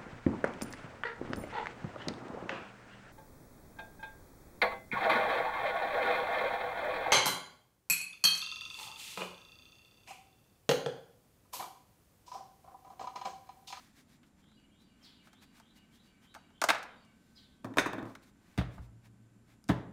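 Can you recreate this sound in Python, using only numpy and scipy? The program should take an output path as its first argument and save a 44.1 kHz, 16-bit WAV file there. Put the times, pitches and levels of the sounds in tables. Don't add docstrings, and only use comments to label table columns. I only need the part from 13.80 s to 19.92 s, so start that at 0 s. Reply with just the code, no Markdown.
import sys
import numpy as np
from scipy import signal
from scipy.fft import rfft, irfft, next_fast_len
from scipy.io import wavfile
from scipy.ndimage import uniform_filter1d

SR = 44100
rng = np.random.default_rng(int(sys.argv[2]) if len(sys.argv) > 2 else 0)


def boost(x):
    u = np.asarray(x, float) / 20
    return 10 ** u


def output_pcm(signal):
    pcm = np.clip(np.atleast_2d(signal).T, -1, 1) * 32767
    wavfile.write(sys.argv[1], SR, np.round(pcm).astype(np.int16))


N = 269892

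# freq_hz, t60_s
ROOM_DECAY = [(100, 0.85), (700, 0.61), (2000, 0.55), (5000, .4), (12000, 0.21)]
# freq_hz, level_db (per Hz)
SLIDING_HISS = [(1500, -34), (3500, 7.5), (6000, 3.5), (10000, -1), (15500, -4.5), (16500, -45.5)]
SCATTER_DB = 1.7


def unit(x):
    return x / np.sqrt(np.mean(x ** 2) + 1e-20)


def along(points, hz):
    f, v = np.transpose(points)
    return np.interp(np.log(hz + 1), np.log(f + 1), v)


def filtered(x, response):
    m = next_fast_len(len(x) + 8192)
    return irfft(rfft(x, m) * response(np.fft.rfftfreq(m, 1 / SR)), m)[:len(x)]


def coloured(spectrum, x):
    return unit(filtered(x, lambda hz: boost(along(spectrum, hz))))


def reverb(x, decays, gap_s):
    hz, t, z = signal.stft(rng.standard_normal(SR // 2), SR, nperseg=256)
    decay = boost(-60 * t / np.abs(along(decays, hz))[:, None])
    tail = signal.istft(z * decay, SR, nperseg=256)[1]
    delayed = np.pad(x, (round(gap_s * SR), 0))
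    return signal.fftconvolve(delayed, tail / np.linalg.norm(tail))


def add(track, start_s, sound):
    part = track[round(start_s * SR):][:len(sound)]
    part += sound[:len(part)]


def air():
    # freq_hz, level_db (per Hz)
    vent = [(12, -41.5), (20, -11), (65, -3.5), (130, -6), (216, 1), (285, -4.5), (347, -11.5), (698, -34)]
    # freq_hz, level_db (per Hz)
    mic_hiss = [(100, -22.5), (698, -23), (1600, -28), (4810, -38), (7310, -36.5), (13900, -44.5),
                (16000, -63.5)]
    # time_s, level_db
    charger = [(0, -102), (.7, -86), (2, -81), (3.8, -77.5), (4.6, -81.5), (6.12, -85)]
    # freq_hz, width_hz, level_db
    whines = [(7280, 300, -88.5), (9440, 300, -94.5), (10900, 250, -101)]
    charger_hz = 1534
    t = np.arange(N) / SR
    out = boost(-65.5) * coloured(vent + [(2000, -87.5)], rng.standard_normal(N))
    out += boost(-74.5) * coloured(mic_hiss, rng.standard_normal(N))
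    out += boost(np.interp(t, *np.transpose(charger))) * np.sin(2 * np.pi * charger_hz * t)
    for hz, width_hz, db in whines:
        band = filtered(rng.standard_normal(N), lambda f: np.exp(-((f - hz) / width_hz) ** 2))
        out += boost(db) * unit(band)
    return out


def whistle(length_s, from_hz, to_hz, hoarse_rad):
    u = np.linspace(0, 1, round(length_s * SR))
    rasp = hoarse_rad * unit(uniform_filter1d(rng.standard_normal(len(u)), size=60))
    phase = 2 * np.pi * np.cumsum(from_hz + (to_hz - from_hz) * u) / SR
    return np.sin(phase + rasp) * np.sqrt(np.sin(np.pi * u) + 1e-9)


def wren():
    # start_s, length_s, from_hz, to_hz, level_db
    notes_sung = [
        (0, 0.05, 3116, 3420, 1),
        (0.044, .035, 3447, 3874, -1),
        (0.072, .045, 3900, 4075, 0),
        (0.121, 0.054, 4740, 4520, -3.5),
        (0.154, 0.037, 2890, 2880, 2.5),
        (0.192, 0.063, 2408, 2225, -4),
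    ]
    # freq_hz, t60_s
    yard_decay = [(2000, 0.92), (5000, 0.51)]
    first_s, spacing_s, slowing_s = 0.609, 0.291, 0.0016
    song_db, warm_up_db, warm_up_phrases = -67, -3.5, 3.0
    sag_per_phrase, last_pitch = 0.005, 0.935
    out = np.zeros(N)
    for k in range(9):
        start_s = first_s + spacing_s * k + slowing_s * k * k
        phrase_db = song_db + warm_up_db * np.exp(-k / warm_up_phrases)
        pitch = 1 - sag_per_phrase * k if k < 8 else last_pitch
        phrase = np.zeros(SR // 3)
        for note_s, length_s, from_hz, to_hz, note_db in notes_sung:
            droop = pitch if note_s < 0.1 else pitch ** 0.25
            note = whistle(length_s, from_hz * droop, to_hz * droop, hoarse_rad=0.55)
            add(phrase, note_s, boost(phrase_db + note_db + rng.normal(0, 1.2)) * note)
        add(out, start_s, 0.2 * phrase)
        add(out, start_s, reverb(phrase, yard_decay, gap_s=0.0017))
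    return out


def chipping_bird():
    # start_s, length_s, from_hz, to_hz, level_db
    chips = [
        (1.225, 0.038, 5700, 2996, -52.5),
        (3.55, 0.039, 5330, 2957, -55),
    ]
    # freq_hz, t60_s
    tree_decay = [(3000, 0.83), (5500, 0.3)]
    out = np.zeros(N)
    for start_s, length_s, from_hz, to_hz, db in chips:
        chip = whistle(length_s, from_hz, to_hz, hoarse_rad=1.1)
        add(out, start_s, boost(db) * reverb(chip, tree_decay, gap_s=0))
    return out


def friction(strokes, layers, rise, grain_db, grain_samples):
    grain = boost(grain_db * unit(uniform_filter1d(rng.standard_normal(N), grain_samples)))
    peak_s, length_s, db, bright_db = np.transpose(strokes)[..., None]
    late_s = np.arange(0, N + 64, 64) / SR - peak_s
    side_s = length_s * np.where(late_s < 0, rise, 1 - rise)
    swell = np.exp(-2 * (late_s / side_s) ** 2)
    out = np.zeros(N)
    for spectrum, layer_db, share in layers:
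        level = np.sum(boost(db + layer_db + share * bright_db) * swell, axis=0)
        out += np.repeat(level, 64)[:N] * coloured(spectrum, rng.standard_normal(N) * grain)
    return out


def rubbing_hands():
    # peak_s, length_s, pressure_db, hiss_db (re pressure)
    strokes = [(0.0, 0.3, -68.5, 1.5), (.19, 0.1, -69, 2), (.325, 0.14, -74, 3), (.47, 0.06, -86.5, 10.5),
               (.6, 0.065, -76.5, -1), (1.02, .06, -84, 8), (1.265, 0.19, -75, -2),
               (1.465, 0.0692, -73, 1.5), (1.632, 0.046, -66, 1.5), (1.775, 0.09, -70, 1),
               (1.972, 0.049, -76.5, 8), (2.15, .08, -80.5, 8.5), (2.262, 0.086, -80, 4),
               (2.445, 0.063, -72, 0), (3.56, 0.7, -83.5, 5.5), (4.3, 0.12, -72, 2),
               (4.434, 0.045, -68, -0.5), (4.48, 0.069, -73.5, 1.5), (4.72, 0.35, -73, -2.5),
               (4.945, 0.095, -70, -1), (5.035, 0.093, -76, 3), (5.258, 0.061, -68.5, -2),
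               (5.715, 0.12, -72.5, -2), (1.9, 2.3, -81.5, -5)]
    # freq_hz, level_db (per Hz)
    creak = [(250, -59), (550, -1.5), (800, 1.5), (1300, 2), (2200, -28)]
    # freq_hz, level_db (per Hz)
    scrape = [(800, -66.5), (1500, 3), (2300, 2.5), (3500, -9.5), (6000, -45.5)]
    layers = ((creak, -2.5, -0.3), (scrape, 0, 0), (SLIDING_HISS, 0, 1))
    return friction(strokes, layers, rise=0.51, grain_db=1.0, grain_samples=90)


def rocking_cap():
    # peak_s, length_s, pressure_db, scrape_db (re pressure)
    rocks = [
        (3.865, 0.056, -42, -9),
        (3.915, .06, -45.5, -12.5),
        (3.962, 0.0075, -45, -5.5),
        (4.085, 0.051, -46.5, 2),
        (4.155, 0.046, -47, -6.5),
        (4.205, 0.035, -46.5, -4),
        (4.245, 0.16, -50, -1.5),
    ]
    # freq_hz, level_db (per Hz)
    rumble = [(70, -36.5), (120, -10.5), (200, 8.5), (320, 8), (450, -2), (800, -57.5)]
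    # freq_hz, level_db (per Hz)
    grind = [(300, -26.5), (500, 14), (1100, 13), (1800, -4), (3000, -32), (5000, -47.5)]
    layers = ((rumble, 0, 0), (grind, 0, 1), (SLIDING_HISS, -37.5, 0))
    return friction(rocks, layers, rise=0.4, grain_db=-1, grain_samples=200)


def bench(landings, modes, split_hz):
    out, t = np.zeros(N), np.arange(SR) / SR
    for start_s, db, upper_db, contact_s in landings:
        wood = np.zeros(SR)
        for k, (hz, mode_db, t60_s) in enumerate(modes):
            level_db = mode_db + upper_db * (hz > split_hz) + rng.normal(0, SCATTER_DB)
            ring = boost(level_db - 60 * t / t60_s) * np.sin(2 * np.pi * hz * t)
            wood += (-1) ** k * ring
        push = t / contact_s * np.exp(-3 * t / contact_s)
        add(out, start_s, boost(db) * signal.fftconvolve(wood, push[:2000] / push.sum()))
    out += boost(-15) * reverb(out, ROOM_DECAY, gap_s=0.00796)[:N]
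    return filtered(out, lambda f: (1j * f / (1j * f + 40)) ** 2)


def shell_response(f, shell, upper_db):
    total = 0
    for k, (hz, width_hz, mode_db) in enumerate(shell):
        level_db = mode_db + upper_db / (1 + (1500 / hz) ** 6) + rng.normal(0, SCATTER_DB)
        resonance = 1j * f * width_hz / (hz * hz - f * f + 1j * f * width_hz)
        total = total + (-1) ** k * boost(level_db) * resonance
    return total


def contacts(events, shell, room_db):
    # freq_hz, level_db (per Hz)
    crack_spectrum = [(1470, -33.5), (2500, -4), (6550, 4.5), (7420, -4), (8940, 0), (9890, -7.5),
                      (14500, -11.5), (16000, -29.5)]
    out, t = np.zeros(N), np.arange(SR // 6) / SR
    for start_s, db, upper_db, crack_db, t60_s in events:
        fade = boost(-60 * t / t60_s)
        force = rfft(rng.standard_normal(len(t)) * (fade + 1.9 * boost(-60 * t / 0.0021)))
        force /= np.sqrt(np.abs(uniform_filter1d(np.abs(force) ** 2, size=30)))
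        blow = irfft(force, len(t)) * (t < t60_s)
        chatter = filtered(blow, lambda f: shell_response(f, shell, upper_db))
        crack_fade = fade ** 0.75 + 0.76 * boost(-60 * t / 0.007)
        crack = coloured(crack_spectrum, rng.standard_normal(len(t))) * crack_fade
        near = chatter / np.abs(chatter).max() * boost(max(upper_db, 0))
        near += boost(crack_db - 5.5) * crack
        add(out, start_s, boost(db) * near)
        power = uniform_filter1d(np.abs(rfft(near)) ** 2, size=60)
        even = np.roll(irfft(np.sqrt(np.abs(power))), 200)[:400]
        add(out, start_s, boost(db + room_db) * reverb(even, ROOM_DECAY, gap_s=0.003))
    return out


def snapping_pack():
    # start_s, peak_db, upper_db (re peak), crack_db (re peak), t60_s
    ticks = [(0.431, -68, 11, -30, 0.094), (0.64, -70.5, 10, -4, 0.027), (0.686, -69, 7, -5, 0.034),
             (0.716, -64, 3.5, -10, 0.032), (0.799, -69, 4, -1, 0.027), (1.472, -49.5, -1, -24, 0.084),
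             (1.531, -53.5, 1, -5, 0.042), (1.799, -51, -7.5, -6.5, 0.038), (2.542, -60, 12.5, 7.5, 0.06),
             (2.549, -40.5, 2, -8, 0.011), (2.554, -43, -16.5, -18.5, 0.085),
             (2.704, -57.5, -9.5, -17, 0.019), (3.249, -69.5, 3.5, 5.5, 0.035),
             (4.352, -44.5, 4, -6.5, 0.028), (4.979, -42.5, -13, -41, 0.061),
             (5.841, -66, -11.5, 13.5, 0.011)]
    # start_s, peak_db, upper_db (re peak), crack_db (re peak), t60_s
    snaps = [
        (2.816, -20, -6.5, -8.5, 0.044),
        (2.839, -17, -11, -7.5, 0.038),
        (2.8875, -16, 1, -15.5, 0.06),
        (2.896, -18.5, -0.5, -15, 0.038),
        (2.9024, -12.5, 1.5, -14.5, 0.03),
        (2.934, -31, -5, -18, 0.016),
        (2.947, -29.5, -5, -19, 0.074),
        (2.984, -39, -8.5, -11, 0.014),
        (3.029, -39.5, 1, -7.5, 0.037),
    ]
    # freq_hz, width_hz, level_db
    pack_shell = [(287, 76, -10), (530, 290, -10), (677, 100, 1), (872, 57, 4.5), (1190, 340, 0),
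                  (1564, 300, 2.5), (1824, 130, -5), (2106, 200, -2.5), (2640, 180, -5.5),
                  (3026, 850, -11.5), (3854, 200, -9), (4230, 270, -13.5)]
    return contacts(ticks + snaps, pack_shell, room_db=-12.5)


def dropped_cap():
    # start_s, peak_db, upper_db (re peak), crack_db (re peak), t60_s
    drops = [(3.845, -30.5, -18, -50, 0.039), (3.852, -50.5, 4.5, -7.5, 0.033),
             (3.938, -46.5, 1.5, -14.5, 0.033), (3.9712, -19.5, -17, -46.5, 0.044),
             (3.975, -43.5, -1, -1.5, 0.037), (3.9835, -16.5, 6, -11, 0.039),
             (3.995, -18.5, -6.5, -14, 0.063), (4.059, -23, -6, -30.5, 0.07),
             (4.063, -36.5, -14, -8.5, 0.061), (4.132, -28, -9, -55, 0.035),
             (4.181, -34.5, -5.5, -60, 0.081), (4.227, -35.5, -11, -42, 0.025),
             (4.254, -43, -44, -40, 0.065)]
    # freq_hz, width_hz, level_db
    cap_shell = [(323, 230, 1), (650, 87, 3.5), (990, 193, 1), (1360, 260, 1.5), (1490, 110, 5.5),
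                 (1824, 180, 2), (2304, 270, -2), (2512, 310, -5), (3065, 240, -13), (3650, 150, -6),
                 (4170, 367, -20)]
    # start_s, peak_db, upper_db (re peak), contact_s
    landings = [
        (3.844, -32.5, 3, 0.003),
        (3.973, -68, -1, 0.002),
        (3.984, -39, 3.5, 0.00085),
        (4.061, -49.5, 12, 0.0013),
        (4.132, -40, -31, 0.0008),
        (4.179, -45, 5, 0.0014),
        (4.227, -34, 7, 0.0045),
        (4.254, -43, 0, 0.002),
    ]
    # freq_hz, level_db, t60_s
    light_top = [(110, -4.5, 0.25), (160, 2.5, 0.05), (261, 7, 0.074), (326.2, 11.5, 0.049),
                 (406, -8, 0.069)]
    return contacts(drops, cap_shell, room_db=-9.5) + bench(landings, light_top, split_hz=220)


def pack_set_down():
    # start_s, peak_db, upper_db (re peak), crack_db (re peak), t60_s
    thuds = [
        (4.777, -31, -5, -16.5, 0.1),
        (4.785, -28.5, -3, -25, 0.09),
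        (4.812, -31.5, -12, -38, 0.066),
        (5.881, -68, 0, 14, 0.011),
        (5.888, -36.5, -10, -2.5, 0.02),
        (5.8915, -21, -13.5, -25, 0.078),
        (5.898, -23.5, -10.5, -38.5, 0.11),
        (5.983, -37, -33, -45, 0.064),
    ]
    # freq_hz, width_hz, level_db
    base_shell = [(393, 67, 3), (650, 214, 3), (730, 150, 4), (1020, 220, -2.5), (1343, 310, -0.5),
                  (1760, 204, 1), (2090, 220, -1.5), (2840, 410, -4.5), (3480, 410, -4), (3900, 310, -7.5),
                  (4580, 540, -15)]
    # start_s, peak_db, upper_db (re peak), contact_s
    landings = [
        (4.777, -17.5, -1.5, 0.0028),
        (4.981, -26, -5, 0.0075),
        (5.89, -22.5, 3.5, 0.0014),
        (5.985, -69, 16, 0.00074),
    ]
    # freq_hz, level_db, t60_s
    bench_top = [(59, -5.5, 0.21), (82, -2.5, 0.099), (122.6, -1.5, 0.25), (172.5, -3, 0.25),
                 (199.2, 1, 0.098), (279, -0.5, 0.13), (321.3, -2.5, 0.13), (422.7, -9.5, 0.2),
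                 (610, -25, 0.1)]
    # start_s, peak_db, upper_db (re peak), contact_s
    sway = [
        (4.79, -50.5, 0, 0.002),
    ]
    # freq_hz, level_db, t60_s
    frame = [(108, -5, 2.7), (115, 0.5, 3.9)]
    out = contacts(thuds, base_shell, room_db=-9.5)
    out += bench(landings, bench_top, split_hz=145)
    return out + bench(sway, frame, split_hz=145)


def scene():
    outside = wren() + chipping_bird()
    sliding = rubbing_hands() + rocking_cap()
    blows = snapping_pack() + dropped_cap() + pack_set_down()
    return (air() + outside + sliding + blows)[None]


def band_limit(x):
    return signal.sosfilt(signal.butter(12, 16500, fs=SR, output="sos"), x)


def record(dry):
    return band_limit(dry)


dry = scene()
out = record(dry)
output_pcm(out)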